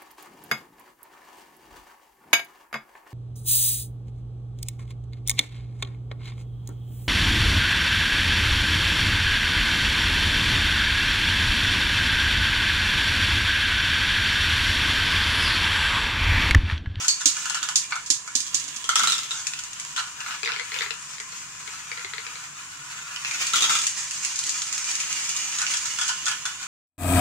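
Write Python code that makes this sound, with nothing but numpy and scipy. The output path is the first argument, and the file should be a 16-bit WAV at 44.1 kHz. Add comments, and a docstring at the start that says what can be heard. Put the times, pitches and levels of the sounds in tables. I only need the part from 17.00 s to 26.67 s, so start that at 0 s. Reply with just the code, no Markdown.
"""A small bare corner, where hard plastic balls knock, bounce and roll on a toy machine of hollow bricks.
Impacts radiate clicks and excite the damped modes of beams, bricks and a hopper; some add a hollow thump.
Rolling balls and a motor-driven chain lift make dense trains of tiny impacts: a rumble and a fine rattle.
The walls reflect every click; a phone with two close ports listens a metre away over a low room hum."""
import sys
import numpy as np
from scipy import signal
from scipy.fft import rfft, irfft, next_fast_len
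from scipy.io import wavfile
from scipy.ndimage import uniform_filter1d

SR = 44100
rng = np.random.default_rng(int(sys.argv[2]) if len(sys.argv) > 2 else 0)


def file_out(sig):
    """Save sig as 16-bit WAV at sys.argv[1]."""
    # one column per channel
    cols = np.atleast_2d(sig).T
    # limit, then scale
    lim = np.clip(cols, -1, 1)
    pcm = np.round(lim * 32767).astype(np.int16)
    wavfile.write(sys.argv[1], SR, pcm)


N = 426447
BLOW_T = np.arange(3072) / SR  # time axis of one impact in seconds

# Spectra of the room rumble, the chain, a ball's click and the side gain of the port pair.
# Each row: frequency in Hz, relative level in dB.
HUM_SPECTRUM = [(12, -29), (20, -19), (54, 4), (75, -26), (98, 8.5), (151, -9.5), (215, 1), (248, -14.5),
                (305, 4.5), (341, -26.5), (476, 1), (524, -65), (709, -7.5), (900, -3.5), (1170, -39),
                (1980, -120)]
CHAIN_SPECTRUM = [(350, -48), (600, -28.5), (661, -14.5), (894, -36), (970, 1), (1260, -8.5), (1470, -13),
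                  (1700, -2), (2070, -13.5), (2720, -9), (3040, -14.5), (3890, -15), (5400, -12),
                  (7210, -1), (7940, -8), (16000, -44)]
CLICK_SPECTRUM = [(880, -6.5), (1500, -20.5), (1690, -9.5), (1940, -12.5), (2740, -11.5), (3250, -8),
                  (5020, -2.5), (5440, -3), (6760, 3), (9650, -13.5), (16000, -42.5)]
SIDE_GAIN = [(60, -20), (190, -9.5), (300, -2.5), (700, 6), (1290, -5.5), (2400, 0), (8000, 0.5)]
# Resonances of the table top and the machine. Each row: frequency in Hz, bandwidth in Hz, level in dB.
TABLE_MODES = [(116, 34, -68), (145.6, 27.4, -61.5)]
BEAM_MODES = [(2126, 1130, 9), (2420, 94, 7), (2840, 270, 6.5), (3310, 190, 2.5), (3620, 70, -4.5),
              (4630, 63, -1.5)]
BRICK_MODES = [(1060, 95, -9), (1392, 250, 5), (1471, 110, 1), (1699, 55, -5), (1370, 670, -15)]
FRAME_MODES = [(200, 96, 2.5), (303, 58, -1.5), (472, 38, -3)]
HOPPER_MODES = [(1070, 470, -9), (1343, 126, 4), (2120, 100, -8)]
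# Modes of one thin clink. Each row: frequency in Hz, relative level in dB, decay time in seconds.
CLINK_MODES = [(4468, 0, .2), (5561, -12, .2), (6508, 1, .16), (6750, 0, .1), (7515, -7, .2)]
# Strength of the rolling. Each row: time in seconds, relative levels of balls, beams and bricks in dB.
ROLL_LEVELS = [(0, -21, -27.5, -21.5), (.09, -30, -40.5, -48), (.4, -28.5, -35, -36), (.65, -42, -36, -50),
               (.85, -40, -42, -53), (1.2, -43, -50.5, -49), (1.56, -39, -37.5, -47),
               (1.88, -43, -41.5, -49), (1.9, -44, -35, -42), (2.05, -72, -23, -66),
               (2.34, -29, -38.5, -36.5), (2.56, -39, -41, -44), (2.8, -36, -41.5, -40.5),
               (3.05, -37.5, -46.5, -40), (3.31, -39, -39.5, -29), (3.41, -36, -44, -62),
               (3.45, -48, -42, -45), (3.6, -37, -47, -49), (3.66, -42, -42.5, -35), (3.8, -41, -36, -34.5),
               (3.92, -45, -55, -35.5), (4.04, -38, -47.5, -44), (5.1, -40, -46.5, -37),
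               (6.1, -39.5, -46, -36), (6.41, -25, -30.5, -37.5), (6.52, -25, -30.5, -31),
               (6.55, -29, -23.5, -26), (6.72, -22, -26, -30), (6.89, -26, -38, -44),
               (7.2, -26.5, -37.5, -41.5), (7.81, -26.5, -38, -38), (7.95, -25, -33, -44),
               (8.5, -25.5, -34.5, -41), (9.0, -26, -35, -42), (9.3, -33, -37.5, -40),
               (9.67, -36.5, -40, -37)]
# Where most balls are. Each row: time in seconds, nearest beam's pitch in Hz, leftward bias in dB.
ROLL_PATH = [(0, 3000, 0), (1.7, 3230, -8), (2.3, 3460, -2), (2.6, 2830, 0.5), (3.8, 2350, 3),
             (5.3, 2310, 1.5), (6.4, 2490, 0), (6.65, 3330, 0.5), (6.95, 2510, -2), (8.4, 2600, -1),
             (9.67, 2900, -3.5)]
# Balls strike the brick walls at the ramp ends.
# Each row: start in seconds, relative click and brick levels in dB, pitch of the beam behind in Hz.
WALL_HITS = [(0.0455, -16, -31, 3250), (0.2086, -19, -26.5, 3680), (0.3673, -17, -28.5, 2450),
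             (.4558, -15, -24, 2900), (.497, -12, -23, 2900), (.5453, -12.5, -20.5, 2970),
             (0.571, -32, -25.5, 2870), (0.6289, -15, -22.5, 3650), (0.6877, -12.5, -22.5, 3000),
             (0.9073, -23, -30, 2370), (0.9223, -31.5, -18, 2270), (.9553, -20, -25, 2250),
             (1.2765, -23, -30, 2250), (2.9627, -18, -21.5, 3350), (2.978, -26, -22.5, 3980),
             (2.9917, -20, -22, 2950), (3.032, -36, -31.5, 3200), (3.073, -39, -35, 2800),
             (3.205, -23, -24.5, 2660), (3.2621, -31, -27, 2230), (3.3087, -37, -27, 2860),
             (3.34, -38, -29, 2320), (3.4901, -32, -23, 2720), (3.536, -36, -25, 2850),
             (8.5856, -12, -23.5, 2960), (8.6165, -11.5, -21, 2530), (8.7378, -12, -21.5, 3300),
             (8.8559, -14.5, -31, 3500), (8.987, -13.5, -22.5, 3380), (9.0125, -13, -19, 3320),
             (9.0913, -16, -18.5, 3080), (9.265, -15, -19, 3430), (9.2815, -11, -23, 2630),
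             (9.3142, -19, -21.5, 3200), (9.4537, -14.5, -21, 3430), (9.629, -22.5, -31, 2420)]
# Sharp ball clacks with a low hollow thump, to the right.
# Each row: start in seconds, relative click and thump levels in dB.
HOLLOW_CLACKS = [(.0814, -2, -55), (0.2573, 1.5, -28), (0.7572, -0.5, -46), (1.062, -18, -62),
                 (1.1023, -2, -38), (1.3529, -4, -37), (1.404, -13, -48), (1.466, -18, -67),
                 (1.5444, -5, -42), (1.5977, -18, -54), (1.6404, -21, -49), (1.681, -19.5, -51),
                 (1.762, -18.5, -51), (9.0797, -11, -62), (9.2564, -12.5, -54)]
# Balls pour into the hopper. Each row: start in seconds, relative click, beam and wall levels in dB.
HOPPER_HITS = [(1.8418, -18, -34.5, -35), (1.891, -8.5, -23.5, -8), (1.9565, -5, -18.5, -10.5),
               (1.9847, -14, -27, -36), (1.9951, -8.5, -27, -10.5), (2.0341, -8.5, -30.5, -11),
               (2.073, -19, -20, -14.5), (2.099, -12, -27, -28), (2.1212, -14, -22.5, -18),
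               (2.1517, -21, -29.5, -23), (2.1812, -14.5, -31, -26), (2.2328, -19.5, -39, -36),
               (2.3085, -41, -27, -25), (6.535, -12, -24, -12), (6.5582, -6.5, -26, -26),
               (6.5818, -20, -28, -29), (6.607, -13, -30, -40), (6.6225, -14, -19.5, -20),
               (6.64, -12, -21, -16), (6.6956, -11, -24, -12), (6.7292, -27, -26.5, -28),
               (6.7535, -14, -25.5, -17), (6.7882, -12, -31, -33)]
# Balls hop or collide on a ramp. Each row: start in seconds, relative click and beam levels in dB.
RAMP_HITS = [(2.469, -7.5, -29.5), (2.5357, -18, -32), (2.59, -16.5, -43), (2.6369, -19, -41),
             (2.7317, -21, -41), (2.798, -15, -39), (6.1619, -27, -31), (6.2481, -32, -24),
             (6.3113, -14, -26), (6.4682, -10, -33), (6.817, -12, -36), (6.8678, -4, -27),
             (7.1097, -14, -34), (7.249, -8.5, -33), (7.358, -12, -47), (7.3896, -9, -49),
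             (7.438, -11.5, -46), (7.4666, -14, -52), (7.4932, -6.5, -36), (7.6186, -11.5, -34),
             (7.7264, -9, -34), (7.779, -12, -35), (7.8432, -13, -38), (7.913, -11.5, -36),
             (7.953, -10, -36), (8.002, -10.5, -31), (8.1274, -13.5, -34), (8.292, -9, -34),
             (8.3643, -9, -42), (8.518, -21, -45), (8.6665, -25, -26.5), (8.7091, -14, -41),
             (8.7694, -12, -40), (9.0338, -15, -38)]
# Balls tumble through the feeder onto the lift.
# Each row: start in seconds, relative click and beam levels in dB, beam pitch in Hz.
FEEDER_HITS = [(3.432, -20, -24, 2440), (3.449, -35, -28, 3750), (3.4595, -32, -23, 2300),
               (3.475, -30, -23.5, 2060), (3.5192, -32, -25.5, 2580), (3.5626, -41, -27, 2340),
               (3.5886, -36, -32, 2120), (3.5969, -23, -25, 2050), (3.6096, -31, -31, 2130),
               (3.719, -26, -27.5, 2100), (3.7423, -20, -27.5, 2550), (3.7624, -37, -28, 2070),
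               (3.788, -42, -26.5, 3550), (3.8084, -33, -24.5, 1990), (3.82, -24, -23, 2280),
               (3.8344, -29, -32, 2160), (3.8622, -35, -32, 2060), (3.907, -23, -25.5, 2700),
               (4.1828, -40, -35.5, 2330), (4.2006, -18, -32.5, 2070), (4.324, -37, -39, 2100),
               (4.345, -31, -47, 2460), (4.677, -31, -34, 2180), (4.916, -27, -28, 2170),
               (4.9747, -33, -32, 2080), (4.995, -34, -33.5, 2140), (5.0471, -30, -28.5, 2080),
               (5.136, -35, -28.5, 2070), (5.182, -55, -30.5, 2200), (5.2667, -29, -30.5, 2480),
               (5.356, -33, -35, 2260)]
# Places of impact. Each row: leftward bias in dB, echo gain in dB, slap gain on the click level in dB,
# chatter time constant in ms, fractional spread of the beam pitch.
AT_WALL = (-0.64, -0.13, -38, 8, .025)
AT_RIGHT = (-4.5, -0.5, -52, 3, 0)
AT_HOPPER = (0.6, -1, -21, 2.2, .085)
AT_RAMP = (-1.5, -4, -50, 3.1, .05)
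AT_FEEDER = (4, -6.5, -36, 2.7, .025)

THUMP_HZ, FEEDER_HZ = 266, 455  # thump under the clacks; air and walls of hopper and feeder
HOPPER_BEAM_HZ, RAMP_BEAM_HZ = 3570, 2640
MAINS_HZ, TOP_HZ, SILENT_DB = 48.5, 15700, -120
CORNER_T60_S, BACK_WALL_S, BACK_WALL_DB, TAIL_SAMPLES = 0.25, 0.00855, -2, 9000
CLICK_ECHO_DB, RING_ECHO_DB, ROLL_ECHO_DB = 13, 6.5, 7  # thin walls reflect clicks better than low rings


def undb(db):
    """Amplitude grows tenfold for every 20 dB."""
    return 10 ** (np.asarray(db) / 20)


def level(x, db=0):
    """Scaling sets the RMS level in dB."""
    return x * undb(db) / np.sqrt(np.mean(x ** 2))


def response(spectrum, size=1024):
    """Folding the cepstrum gives the minimum-phase impulse response of a spectrum."""
    hz, db = np.transpose(spectrum)
    bins = np.maximum(np.arange(size + 1) * SR / 2 / size, 1)
    cepstrum = irfft(np.log(undb(np.interp(np.log(bins), np.log(hz), db))))
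    cepstrum[1:size] *= 2
    cepstrum[size + 1:] = 0
    return irfft(np.exp(rfft(cepstrum)))[:size]


def resonate(x, modes):
    """Superposition: a driven body responds with the sum of its resonances."""
    return sum(undb(db) * signal.lfilter(*signal.iirpeak(hz, hz / width, SR), x)
               for hz, width, db in modes)


def radiate(x):
    """Parts smaller than the wavelength radiate poorly, so the bass falls away."""
    return signal.sosfilt(signal.butter(4, 900, "high", fs=SR, output="sos"), x)


def impacts(per_s, scatter_db):
    """A Poisson process of tiny impacts, a few harder than the rest."""
    hit, size, sign = rng.random((3, N))
    return (hit < per_s / SR) * undb(-scatter_db * np.log(1 - size)) * np.sign(sign - .5)


def wander(per_s):
    """Smoothing random steps gives a slow fluctuation."""
    hold = int(SR / per_s)
    steps = np.repeat(rng.standard_normal(N // hold + 1), hold)
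    return 0.49 * uniform_filter1d(uniform_filter1d(steps, hold), hold)[:N]


def add_in_corner(out, start, direct, echoed, pan_db):
    """Direct sound is followed by a back-wall reflection and a diffuse, exponentially fading tail."""
    t = np.arange(TAIL_SAMPLES) / SR
    fade = np.exp(-np.log(1000) * t / CORNER_T60_S) * np.clip(t / 0.002, 0, 1)
    fade *= 1 + undb(BACK_WALL_DB) * np.exp(-((t - BACK_WALL_S) / 0.00085) ** 2)
    tail = rng.standard_normal((2, TAIL_SAMPLES)) * fade / np.sqrt(np.sum(fade ** 2))
    ports = signal.fftconvolve(echoed[None], tail, axes=1) * undb(np.array([[.4], [-.4]]) * pan_db)
    lag = int(np.clip(8 + 4 * pan_db, -6, 24))  # the further left, the later at the right port
    ports[0, 8:8 + len(direct)] += direct * undb(0.39 * pan_db)
    ports[1, 8 + lag:8 + lag + len(direct)] += direct * undb(-.7 * pan_db)
    out[:, start:start + ports.shape[1]] += ports


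def scatter(sound, pan_db, hop=3072):
    """Echo patterns depend on position, so each overlapping piece of a moving sound gets its own."""
    out = np.zeros((2, N + SR))
    padded = np.r_[np.zeros(hop), sound, np.zeros(2 * hop)]
    for i in range(0, N + hop, hop):
        piece = padded[i:i + 2 * hop] * np.hanning(2 * hop)
        add_in_corner(out, i, piece, undb(ROLL_ECHO_DB) * piece, pan_db[min(i, N - 1)])
    return out[:, hop:hop + N]


def room_hum():
    """Forced vibration: the motor drives the table top, over building rumble and a mains tone."""
    noise = rng.standard_normal((2, N)) * undb(0.5 * wander(6.8))
    rumble = signal.fftconvolve(noise, response(HUM_SPECTRUM, size=4096)[None], axes=1)[:, :N]
    drones = sum(level(resonate(rng.standard_normal(N), [(hz, width, 0)]), db)
                 for hz, width, db in TABLE_MODES)
    mains = np.sin(2 * np.pi * MAINS_HZ * np.arange(N) / SR)
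    return level(rumble, db=-60.5) + drones + level(mains, db=-75.5)


def chain_lift():
    """Shot noise: countless impacts of links and gear teeth merge into an even rattle."""
    links = np.array([impacts(per_s=6000, scatter_db=2.4) for _ in range(2)]) * undb(2.5 * wander(15))
    return level(signal.fftconvolve(links, response(CHAIN_SPECTRUM)[None], axes=1)[:, :N], db=-42)


def rolling():
    """Roughness excitation: balls trip over studs and joints, shaking beams, bricks and frame."""
    t = np.arange(N) / SR
    ball_db, beam_db, brick_db, beam_hz, pan_db = (
        np.interp(t, times, column)
        for times, *columns in (np.transpose(ROLL_LEVELS), np.transpose(ROLL_PATH)) for column in columns)
    trips = impacts(per_s=2500, scatter_db=1.1) * undb(5.5 * wander(70))
    clicks = signal.fftconvolve(trips, response(CLICK_SPECTRUM, size=256))[:N]
    sound = undb(ball_db - 12) * level(resonate(clicks, [(7400, 10800, 0)]))
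    # the beams under the balls ring most, those further off less
    beams = sum(resonate(trips, [mode]) * undb(-22 * np.abs(np.log2(mode[0] / beam_hz)))
                for mode in BEAM_MODES)
    sound += undb(beam_db - 7) * level(beams)
    sound += undb(brick_db - 13) * level(resonate(trips, BRICK_MODES))
    boom = undb(beam_db - 27) * level(resonate(trips, FRAME_MODES))
    return scatter(radiate(sound), pan_db) + boom


def ball_crack(click, chatter_ms, slap_db, noise):
    """Contact chatter smears each click differently; a flat face adds a bright slap."""
    chatter = np.convolve(noise * np.exp(-BLOW_T[:len(noise)] * 1000 / chatter_ms), click)
    crack = np.pad(undb(-3.5) * chatter / np.abs(chatter).max(), (0, len(BLOW_T) - len(chatter)))
    crack[:60] += undb(slap_db) * np.diff(noise[:62], 2) * np.exp(-np.arange(60) / 20)
    return crack


def damped_mode(hz, t60, phase=0):
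    """Free vibration: a struck mode builds up within a cycle and decays exponentially."""
    onset = 1 - np.exp(-BLOW_T * hz * 2)
    return np.sin(2 * np.pi * hz * BLOW_T - phase) * np.exp(-np.log(1000) * BLOW_T / t60) * onset


def beam_ring(hz, detunings):
    """A struck plastic beam rings in heavily damped, inharmonic modes."""
    partials = sum(damped_mode(hz * (ratio + .07 * detune), t60=.005)
                   for ratio, detune in zip((.8, 1.3, 1.6, 1.9), detunings))
    return damped_mode(hz, t60=.0085) + .6 * partials


def wall_ring(modes, variations):
    """A struck wall's modes decay in times inversely proportional to their bandwidths."""
    return sum(undb(db + 2 * variation) * damped_mode(hz, t60=3.2 / width)
               for (hz, width, db), variation in zip(modes, variations))


def hollow_thump(hz):
    """A low resonance and its overtone swell and decay, about a quarter cycle apart at the ports."""
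    swell = np.sin(np.minimum(BLOW_T / 0.0031, 1) * np.pi / 2) ** 2
    return swell * np.array([damped_mode(hz, 0.085, phase)
                             + undb(-5.5) * damped_mode(hz * 1.95, 0.035, phase) for phase in (0, 1.7)])


def blows():
    """Mechanical coupling: the place of an impact decides which resonances share its energy."""
    for start, click, thump in HOLLOW_CLACKS:
        yield start, click, (SILENT_DB, RAMP_BEAM_HZ), (SILENT_DB, BRICK_MODES), (thump, THUMP_HZ), AT_RIGHT
    for start, click, brick, hz in WALL_HITS:
        yield start, click, (brick - 8.5, hz), (brick, BRICK_MODES), (SILENT_DB, THUMP_HZ), AT_WALL
    for start, click, beam, wall in HOPPER_HITS:
        yield (start, click, (beam, HOPPER_BEAM_HZ), (wall, HOPPER_MODES),
               (beam - 24.5, FEEDER_HZ), AT_HOPPER)
    for start, click, beam, hz in FEEDER_HITS:
        yield start, click, (beam, hz), (beam - 15, BRICK_MODES), (beam - 18, FEEDER_HZ), AT_FEEDER
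    for start, click, beam in RAMP_HITS:
        yield start, click, (beam, RAMP_BEAM_HZ), (SILENT_DB, BRICK_MODES), (SILENT_DB, THUMP_HZ), AT_RAMP


def knocks():
    """Impulse excitation: each blow radiates a click and sets the parts it strikes ringing."""
    out, thumps = np.zeros((2, 2, N + SR))
    highpass = signal.butter(2, 2700, "high", fs=SR, output="sos")
    click = signal.sosfilt(highpass, response(CLICK_SPECTRUM, size=256))
    clean_click = np.pad(click / np.abs(click).max(), (0, len(BLOW_T) - len(click)))
    for start_s, ball_db, (beam_db, beam_hz), (wall_db, modes), (thump_db, thump_hz), place in blows():
        pan_db, echo_db, slap_db, chatter_ms, spread = place
        start = int(start_s * SR)
        noise, detunings, variations, shifts = np.split(rng.standard_normal(213), [200, 204, 209])
        thump_detune, beam_detune, pan_shift, thump_shift = shifts  # no two blows are alike
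        crack = undb(ball_db) * ball_crack(click, chatter_ms, slap_db, noise)
        rings = undb(beam_db + 13) * beam_ring(beam_hz * (1 + spread * beam_detune), detunings)
        rings += undb(wall_db - 5.5) * wall_ring(modes, variations)
        echoed = undb(ball_db - 3.5 + CLICK_ECHO_DB) * clean_click + undb(RING_ECHO_DB) * rings
        add_in_corner(out, start, crack + rings, undb(echo_db) * echoed, pan_db + 2 * pan_shift)
        thump = hollow_thump(thump_hz * (1 + 0.075 * thump_detune))
        thumps[:, start:start + len(BLOW_T)] += undb(thump_db + 6.5 + 3 * thump_shift) * thump
    return radiate(out[:, 8:N + 8]) + thumps[:, :N]


def clink(start_s=.0814):
    """Light damping lets a few high modes ring on thinly after the first hollow clack."""
    out, t = np.zeros((2, N + SR)), np.arange(SR // 3) / SR
    ping = undb(-19) * sum(undb(db) * np.sin(2 * np.pi * hz * t) * np.exp(-np.log(1000) * t / t60)
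                           for hz, db, t60 in CLINK_MODES)
    add_in_corner(out, int(start_s * SR), ping, undb(-5) * ping, pan_db=AT_RIGHT[0])
    return out[:, :N]


def scene():
    """Superposition: the pressures of all sources add at each port."""
    return knocks() + clink() + rolling() + chain_lift() + room_hum()


def record(dry):
    """Long waves reach close ports alike; the converter clips at full scale and cuts the top."""
    mid, side = (dry[0] + dry[1]) / 2, (dry[0] - dry[1]) / 2
    size = next_fast_len(N)
    hz, db = np.transpose(SIDE_GAIN)
    gain = undb(np.interp(np.log(np.arange(1, size // 2 + 2) * SR / size), np.log(hz), db))
    side = irfft(rfft(side, size) * gain, size)[:N]
    ports = np.clip([mid + side, mid - side], -1, 1)
    return signal.sosfilt(signal.ellip(10, .2, 90, TOP_HZ, fs=SR, output="sos"), ports)


dry = scene()
out = record(dry)
file_out(out)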